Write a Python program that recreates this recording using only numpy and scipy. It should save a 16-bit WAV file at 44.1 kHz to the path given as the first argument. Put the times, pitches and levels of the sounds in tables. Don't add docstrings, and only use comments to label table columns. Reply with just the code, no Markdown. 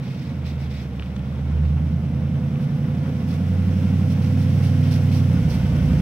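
import sys
import numpy as np
from scipy import signal
from scipy.fft import rfft, irfft, next_fast_len
from scipy.io import wavfile

SR = 44100
rng = np.random.default_rng(int(sys.argv[2]) if len(sys.argv) > 2 else 0)


def wav_out(sig):
    wavfile.write(sys.argv[1], SR, np.round(np.clip(np.atleast_2d(sig).T, -1, 1) * 32767).astype(np.int16))


def gain_from_db(level_db):
    decades = np.asarray(level_db, float) / 20
    return 10 ** decades


N = 265041

# (time [s], firing rate [1/s])
FIRING_RATE = [(0.0, 87.1), (0.2, 85.4), (0.4, 81.6), (0.8, 72.7), (1.0, 69.7), (1.2, 71.0), (1.4, 75.9),
               (1.8, 78.4), (2.0, 81.8), (2.8, 87.7), (3.4, 91.0), (4.0, 93.8), (4.5, 95.7), (5.29, 94.8),
               (5.4, 89.3), (5.5, 86.8), (5.7, 89.4), (6.0, 85.9)]
DISTANCE_M, ROLL_M_PER_S = 30, 2.6
THROTTLE_SHUT_S, THROTTLE_SPAN_S = 5.36, .08
COAST_END_S, COAST_SPAN_S = 1.47, 0.34

# (multiple of cycle rate [-], level [dB], change once the throttle shuts [dB])
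CYCLE_HARMONICS = [(4, -7.1, 3.7), (5, -10.1, 8.9), (6, 3.2, 13.3), (7, -1.8, 6.5), (8, -0.0, -0.5),
                   (9, 2.8, -4.0), (10, 0.8, 1.8), (11, 4.1, 2.5), (12, 0.5, -8.3), (13, 5.9, 2.4),
                   (14, 6.1, 0.6), (15, 3.1, -9.8), (16, 4.4, 0.2), (17, 3.6, 2.8), (18, 0.7, -6.4),
                   (19, -0.9, -7.2), (20, -1.3, -0.8), (21, 5.9, -3.2), (22, 1.0, 3.5), (23, 1.3, -7.6),
                   (24, -4.4, 0.9), (25, -2.4, 1.5), (26, -3.3, -2.9), (27, -2.3, -1.4), (28, -4.3, 4.5),
                   (29, -2.6, -2.4), (30, -3.1, 2.3)]
CYLINDER_PUSH = [1.0, .3, 1.0, .35, .3, 1.0, .25, .3]
# (frequency [Hz], level [dB])
PIPE_RESPONSE = [(40, -8.3), (62, -8.2), (100, -0.7), (112, -5.0), (125, 7.6), (135, 8.9), (146, 6.3),
                 (158, 2.6), (172, 6.7), (188, 1.8), (205, 6.6), (225, -0.2), (260, -2.2), (360, -16.0)]
# (time [s], firing tone level [dB], bank burble level [dB])
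EXHAUST_LEVELS = [(0.1, -45, -47.5), (0.4, -24.5, -49), (0.65, -23.5, -55), (0.85, -26.5, -50),
                  (1.0, -26, -48), (1.3, -26, -48.5), (1.66, -14.5, -46.5), (2.05, -23.5, -43.5),
                  (2.5, -27, -42), (2.65, -38, -41), (2.95, -26.5, -40.5), (3.2, -28, -43),
                  (3.55, -17.5, -45.5), (3.9, -20, -40), (4.4, -19.5, -36), (5.28, -18, -36),
                  (5.53, -24.5, -40), (5.7, -21.5, -38.5)]
# (firing rate [1/s], level [dB])
OVERTONE_FAVOUR = [(70, -53), (77, -35), (79, -36.5), (81.5, -42.5), (89.8, -50), (91.6, -36.5), (94, -37),
                   (95.4, -61)]
COAST_DB, OVERRUN_DB = -10.5, 5.5
UNEVEN_MIN_DB, UNEVEN_MAX_DB, UNEVEN_OVERRUN_DB = -51.5, -43, 5
STRONG_SPREAD, WEAK_SPREAD = .015, .31
ECHO_SHARE = .32
ECHO_MS, ECHO_CLOSES, ECHO_CLOSES_FASTER = 37.95, .535, .1215

# (frequency [Hz], width [Hz], level [dB])
RUMBLE_MODES = [(85, 30, -10), (135, 40, 0), (195, 60, -2), (260, 60, -12)]
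RUMBLE_DB, RUMBLE_TRIM_DB, STUMBLE_DB_PER_S = -41.5, -1.5, 32
# (time [s], peak level [dB])
STUMBLES = [
    (1.68, -32),
    (3.2, -31),
    (4.25, -28),
    (5.75, -28),
]

FAN_PARTIALS = [12, 5.5, -8]
FAN_HZ = 252.7
FAN_START_DB, FAN_FOLLOWS, FAN_STEP_DB, FAN_STEP_S = -63, 0.84, 9, 2.07

# (frequency [Hz], level [dB per Hz])
BAY_SPECTRUM = [(150, -24.5), (260, -3.5), (298, -7.5), (371, -14.5), (455, -8), (505, -13), (579, -14),
                (687, -17), (1250, -23), (1400, -22), (1640, -26.5), (2180, -28), (3150, -32.5),
                (4000, -37), (5200, -72), (8800, -120)]
# (frequency [Hz], width [Hz], level [dB])
PANELS = [(705, 12.5, 0), (1335, 25, -6.5), (2215, 40, -10)]
BAY_DB, BAY_FOLLOWS = -42, 0.94

# (frequency [Hz], level [dB per Hz])
HISS_SPECTRUM = [(880, -53.5), (1500, 1), (1640, -6.5), (2160, -2), (2340, -7.5), (2500, -3.5), (2900, -6),
                 (3140, -5), (4180, -16.5), (5680, -11.5), (6980, -22.5), (8090, -19.5), (9480, -21.5),
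                 (14900, -22.5), (15800, -20)]
# (frequency [Hz], level [dB per Hz])
GRIT_NEAR = [(880, -33), (1500, -12.5), (1710, -20), (2200, -2.5), (2760, -2), (2990, -5), (3500, -1),
             (3860, -4.5), (5730, -3), (6980, -19.5), (8500, -13.5), (14900, -15.5), (15800, -19)]
# (frequency [Hz], level [dB per Hz])
GRIT_FAR = [(880, -31), (1500, -9.5), (1610, -14), (1830, -3), (2410, -1), (3050, -8.5), (3540, -3),
            (4440, -9), (5460, -8.5), (6780, -23), (7630, -21.5), (11500, -27), (15800, -22)]
# (time [s], peak level [dB], hold [s])
SCUFFS = [(0.035, -57, 0.27), (0.465, -53, 0.034), (0.602, -56, 0.039), (0.712, -55.5, 0.11),
          (1.008, -60.5, 0.1), (1.653, -60, 0.045), (2.61, -57.5, .03), (3.283, -53.5, 0.059),
          (4.107, -51.5, 0.017), (4.222, -52, .05), (4.4, -51, 0.036), (4.637, -48.5, 0.032),
          (4.837, -50.5, 0.05), (4.923, -46, 0.019), (5.13, -47, 0.042), (5.509, -46, 0.034)]
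ON_CONCRETE_S = 1.7
HISS_DB, HISS_RISE_DB, HISS_RISE_S, HISS_SPAN_S = -62.5, 9, 3.38, 2.25
GRIT_BED_DB, SCUFF_RISE_DB_PER_S, SCUFF_FALL_DB_PER_S = 0.7, 300, 129

# (delay [ms], share [-])
WALL_RETURNS = [(3.5, 0.13), (6.8, -0.16), (12.6, 0.086)]
RETURN_SWAY = .025

# (frequency [Hz], level [dB per Hz])
AIR_SPECTRUM = [(8, -9), (25, -6), (45, -12), (70, 8)]
AIR_DB = -48.5

# (time [s], peak level [dB], frequency [Hz], left-right [dB], body level [dB])
STONE_SNAPS = [(0.818, -42.5, 2400, 0.5, -12), (0.9967, -26, 2800, 3, -15), (1.0239, -28, 2700, 1, -5),
               (1.032, -36, 3100, -1, -8), (1.0612, -39, 2900, -2, -14), (1.1636, -37, 3270, -1, 2),
               (1.1636, -39, 6000, -6, -20), (1.167, -37, 3300, -6, -10), (1.194, -38, 3200, 0, -12),
               (2.5571, -36, 2430, 1, -17), (3.6204, -40, 2200, 6, 0), (4.9794, -41, 2730, -11, -10),
               (5.739, -44, 2610, 1.0, -10)]
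SNAP_WIDTH = 0.41

# (time [s], peak level [dB], frequency [Hz])
LATE_BURNS = [
    (5.362, -19, 150),
    (5.392, -19, 160),
    (5.452, -16, 165),
]

# (frequency [Hz], left-right correlation [-])
PORT_LIKENESS = [(60, 0.39), (130, 0.76), (290, 0.93), (640, 0.94), (1410, 0.25), (3100, 0.84),
                 (6820, -0.29), (15000, -0.031)]
# (frequency [Hz], left-right [dB])
PORT_BALANCE = [(60, -2), (110, -3), (200, -1.5), (380, -2), (700, -2.5), (1290, 0), (2380, 4), (4400, -7),
                (8120, -4.5), (15000, 4.5)]
LEFT_LAG_S = 6e-5
STOP_S = .003


def in_time(rows):
    s, *columns = np.transpose(rows)
    return [np.interp(np.arange(N) / SR, s, column) for column in columns]


def at_hz(points, hz):
    x, y = np.array(points).T
    return np.interp(np.log(hz), np.log(x), y)


def ramp(middle_s, span_s):
    return np.clip((np.arange(N) / SR - middle_s) / span_s + .5, 0, 1)


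def swells(bed_db, rows, rise, fall):
    t = np.arange(N) / SR
    for s, peak_db, *hold in rows:
        before = np.maximum(s - t, 0)
        after = np.maximum(t - s - sum(hold), 0)
        bed_db = np.maximum(bed_db, peak_db - rise * before - fall * after)
    return bed_db


def rms_one(x):
    return x / np.sqrt(np.mean(x ** 2) + 1e-20)


def drift(rate):
    r = np.exp(-80 * np.pi * rate / SR)
    coarse = rng.standard_normal(N // 40 + 2002)
    slow = signal.lfilter([1], [1, -2 * r, r * r], coarse)[2000:]
    return np.interp(np.arange(N) / 40, np.arange(len(slow)), rms_one(slow))


def resonance(x, hz, width_hz):
    r = np.exp(-np.pi * width_hz / SR)
    poles = [1, -2 * r * np.cos(2 * np.pi * hz / SR), r * r]
    return signal.lfilter([(1 - r * r) / 2, 0, (r * r - 1) / 2], poles, x)


def coloured(spectrum, grain_db):
    size = next_fast_len(N)
    hz = np.maximum(np.arange(size // 2 + 1) * SR / size, 1)
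    sizes = gain_from_db(grain_db * np.minimum(rng.exponential(1, size), 4))
    mid, side = rfft(rng.standard_normal((2, size)) * sizes)
    alike = np.clip(at_hz(PORT_LIKENESS, hz), -1, 1)
    pair = np.sqrt(1 + alike) * mid + np.sqrt(1 - alike) * side * [[1], [-1]]
    inside = (hz > spectrum[0][0]) & (hz < spectrum[-1][0])
    return rms_one(irfft(pair * gain_from_db(at_hz(spectrum, hz)) * inside, size)[:, :N])


def exhaust(rate, firing_db, overtone_db, burble_db, uneven_db):
    t = np.arange(N) / SR
    turn = 2 * np.pi * (np.cumsum(rate / 8) / SR + .27)
    shut = ramp(THROTTLE_SHUT_S, THROTTLE_SPAN_S)
    echo_s = (ECHO_MS - ECHO_CLOSES * t - ECHO_CLOSES_FASTER * t ** 2) / 1000
    families = {0: overtone_db, 3: burble_db, 5: burble_db}
    out = np.zeros(N)
    for k, open_db, overrun_db in CYCLE_HARMONICS:
        hz = k * rate / 8
        family_db = firing_db if k == 8 else families.get(k % 8, uneven_db)
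        pattern = np.sum(CYLINDER_PUSH * np.exp(-2j * np.pi * k * np.arange(8) / 8))
        weak = int(k % 8 not in families)
        wander_db = (.7 + 1.6 * weak) * drift(3.0)
        slip = (.1 + .18 * weak) * drift(2.0)
        level_db = open_db + shut * overrun_db + family_db + at_hz(PIPE_RESPONSE, hz)
        level_db = level_db + wander_db + 0.13 * (k > 9)
        both = np.abs(1 + (k > 8) * ECHO_SHARE * np.exp(2j * np.pi * hz * echo_s))
        spread = WEAK_SPREAD if weak else STRONG_SPREAD
        phase = k * turn + np.angle(pattern) - spread * (k - 8) ** 2 + slip
        out += np.sqrt(2) * gain_from_db(level_db) * both * np.cos(phase)
    return out


def rumble(rate, level_db):
    fired = np.diff(np.floor(np.cumsum(rate) / SR), prepend=0)
    puffs = fired * rng.standard_normal(N) + 0.052 * rng.standard_normal(N)
    rings = np.zeros(N)
    for k, (hz, width_hz, db) in enumerate(RUMBLE_MODES):
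        ring = resonance(resonance(puffs, hz, width_hz * 2.0), hz, width_hz * 2.0)
        rings += gain_from_db(db) * (-1) ** k * ring
    return gain_from_db(level_db + RUMBLE_TRIM_DB) * rms_one(rings / rate ** .5)


def fan(level_db):
    t = np.arange(N) / SR
    out = np.zeros(N)
    for k, db in enumerate(FAN_PARTIALS, start=1):
        level = np.sqrt(2) * gain_from_db(level_db + db + .7 * drift(4.0))
        out += level * np.cos(2 * np.pi * FAN_HZ * k * t + .06 * drift(3.0))
    return out


def engine_bay(rate, bay_db):
    throb = 1 + 0.035 * np.cos(2 * np.pi * np.cumsum(rate * 3 / 8) / SR)
    rush = gain_from_db(bay_db + 1.24 * drift(26)) * throb * coloured(BAY_SPECTRUM, grain_db=3.0)
    return rush + sum(gain_from_db(db) * resonance(rush, hz, width_hz) for hz, width_hz, db in PANELS)


def tyres(hiss_db):
    total_db = swells(hiss_db + GRIT_BED_DB, SCUFFS, SCUFF_RISE_DB_PER_S, SCUFF_FALL_DB_PER_S)
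    grit = np.sqrt(np.maximum(gain_from_db(2 * total_db) - gain_from_db(2 * hiss_db - 1.5), 0))
    shimmer = gain_from_db(.6 * drift(20))
    hiss = gain_from_db(hiss_db + 7.0) * shimmer * coloured(HISS_SPECTRUM, grain_db=1.0)
    flicker = gain_from_db(1.1 * drift(60))
    far = np.arange(N) / SR < ON_CONCRETE_S
    far_grains = gain_from_db(2.5) * coloured(GRIT_FAR, grain_db=1.5)
    grains = np.where(far, far_grains, coloured(GRIT_NEAR, grain_db=1.5))
    return hiss + grit * gain_from_db(5.0) * flicker * grains


def nearby_walls(x):
    i = np.arange(N)
    out = x
    for ms, share in WALL_RETURNS:
        lag = ms * SR / 1000 * (1 + RETURN_SWAY * drift(.5))
        out = out + share * x[:, np.maximum(i - lag, 0).astype(int)]
    return out


def low_air(bay_db):
    return gain_from_db(AIR_DB + .8 * (bay_db + 40)) * coloured(AIR_SPECTRUM, grain_db=0)


def stones():
    out, length = np.zeros((2, N)), 600
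    for s, peak_db, hz, pan_db, body_db in STONE_SNAPS:
        click = np.zeros(length)
        click[[0, 75]] = 1, .25
        bright = resonance(resonance(click, hz, SNAP_WIDTH * hz), hz, SNAP_WIDTH * hz)
        body = resonance(resonance(click, 1300, 900), 1300, 900)
        ring = bright / np.abs(bright).max() - gain_from_db(body_db) * body / np.abs(body).max()
        i = round(s * SR)
        out[:, i:i + length] -= gain_from_db(peak_db) * ring * gain_from_db([[pan_db / 2], [-pan_db / 2]])
    return out


def pops():
    out, t = np.zeros(N), np.arange(2600) / SR
    envelope = (t / 0.0075) * np.exp(1 - t / 0.0095)
    for s, peak_db, hz in LATE_BURNS:
        i = round(s * SR)
        out[i:i + len(t)] += gain_from_db(peak_db) * np.sin(2 * np.pi * hz * t) * envelope
    return out


def scene():
    rate, = in_time(FIRING_RATE)
    firing_db, burble_db = in_time(EXHAUST_LEVELS)
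    distance_m = DISTANCE_M - ROLL_M_PER_S * np.arange(N) / SR
    near_db = 20 * np.log10(DISTANCE_M / distance_m)
    shut = ramp(THROTTLE_SHUT_S, THROTTLE_SPAN_S)
    coasting = 1 - ramp(COAST_END_S, COAST_SPAN_S)
    overtone_db = at_hz(OVERTONE_FAVOUR, rate) + near_db + COAST_DB * coasting + OVERRUN_DB * shut
    uneven_db = np.clip(burble_db, UNEVEN_MIN_DB, UNEVEN_MAX_DB) + UNEVEN_OVERRUN_DB * shut
    rumble_db = swells(RUMBLE_DB + 0.47 * near_db, STUMBLES, STUMBLE_DB_PER_S, STUMBLE_DB_PER_S)
    fan_db = FAN_START_DB + FAN_FOLLOWS * near_db + FAN_STEP_DB * ramp(FAN_STEP_S, 0.2)
    bay_db = BAY_DB + BAY_FOLLOWS * near_db
    hiss_db = HISS_DB + HISS_RISE_DB * ramp(HISS_RISE_S, HISS_SPAN_S)

    engine = exhaust(rate, firing_db, overtone_db, burble_db, uneven_db)
    engine = engine + rumble(rate, rumble_db) + fan(fan_db) + pops()
    rush = nearby_walls(engine_bay(rate, bay_db) + tyres(hiss_db))
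    return engine + rush + low_air(bay_db) + stones()


def low_pass(x):
    return signal.sosfilt(signal.butter(12, 15970, fs=SR, output="sos"), x)


def record(dry):
    margin = 2048
    wide = np.pad(dry, [(0, 0), (margin, margin)], "reflect", reflect_type="odd")
    size = next_fast_len(wide.shape[1])
    hz = np.maximum(np.arange(size // 2 + 1) * SR / size, 1)
    tilt = gain_from_db(at_hz(PORT_BALANCE, hz) / 2)
    ports = np.array([tilt * np.exp(-2j * np.pi * hz * LEFT_LAG_S), 1 / tilt])
    heard = irfft(rfft(wide, size) * ports, size)[:, margin:margin + N]
    closing = np.sin(np.pi / 2 * (1 - ramp(N / SR - STOP_S / 2, STOP_S)))
    return low_pass(heard * closing)


dry = scene()
out = record(dry)
wav_out(out)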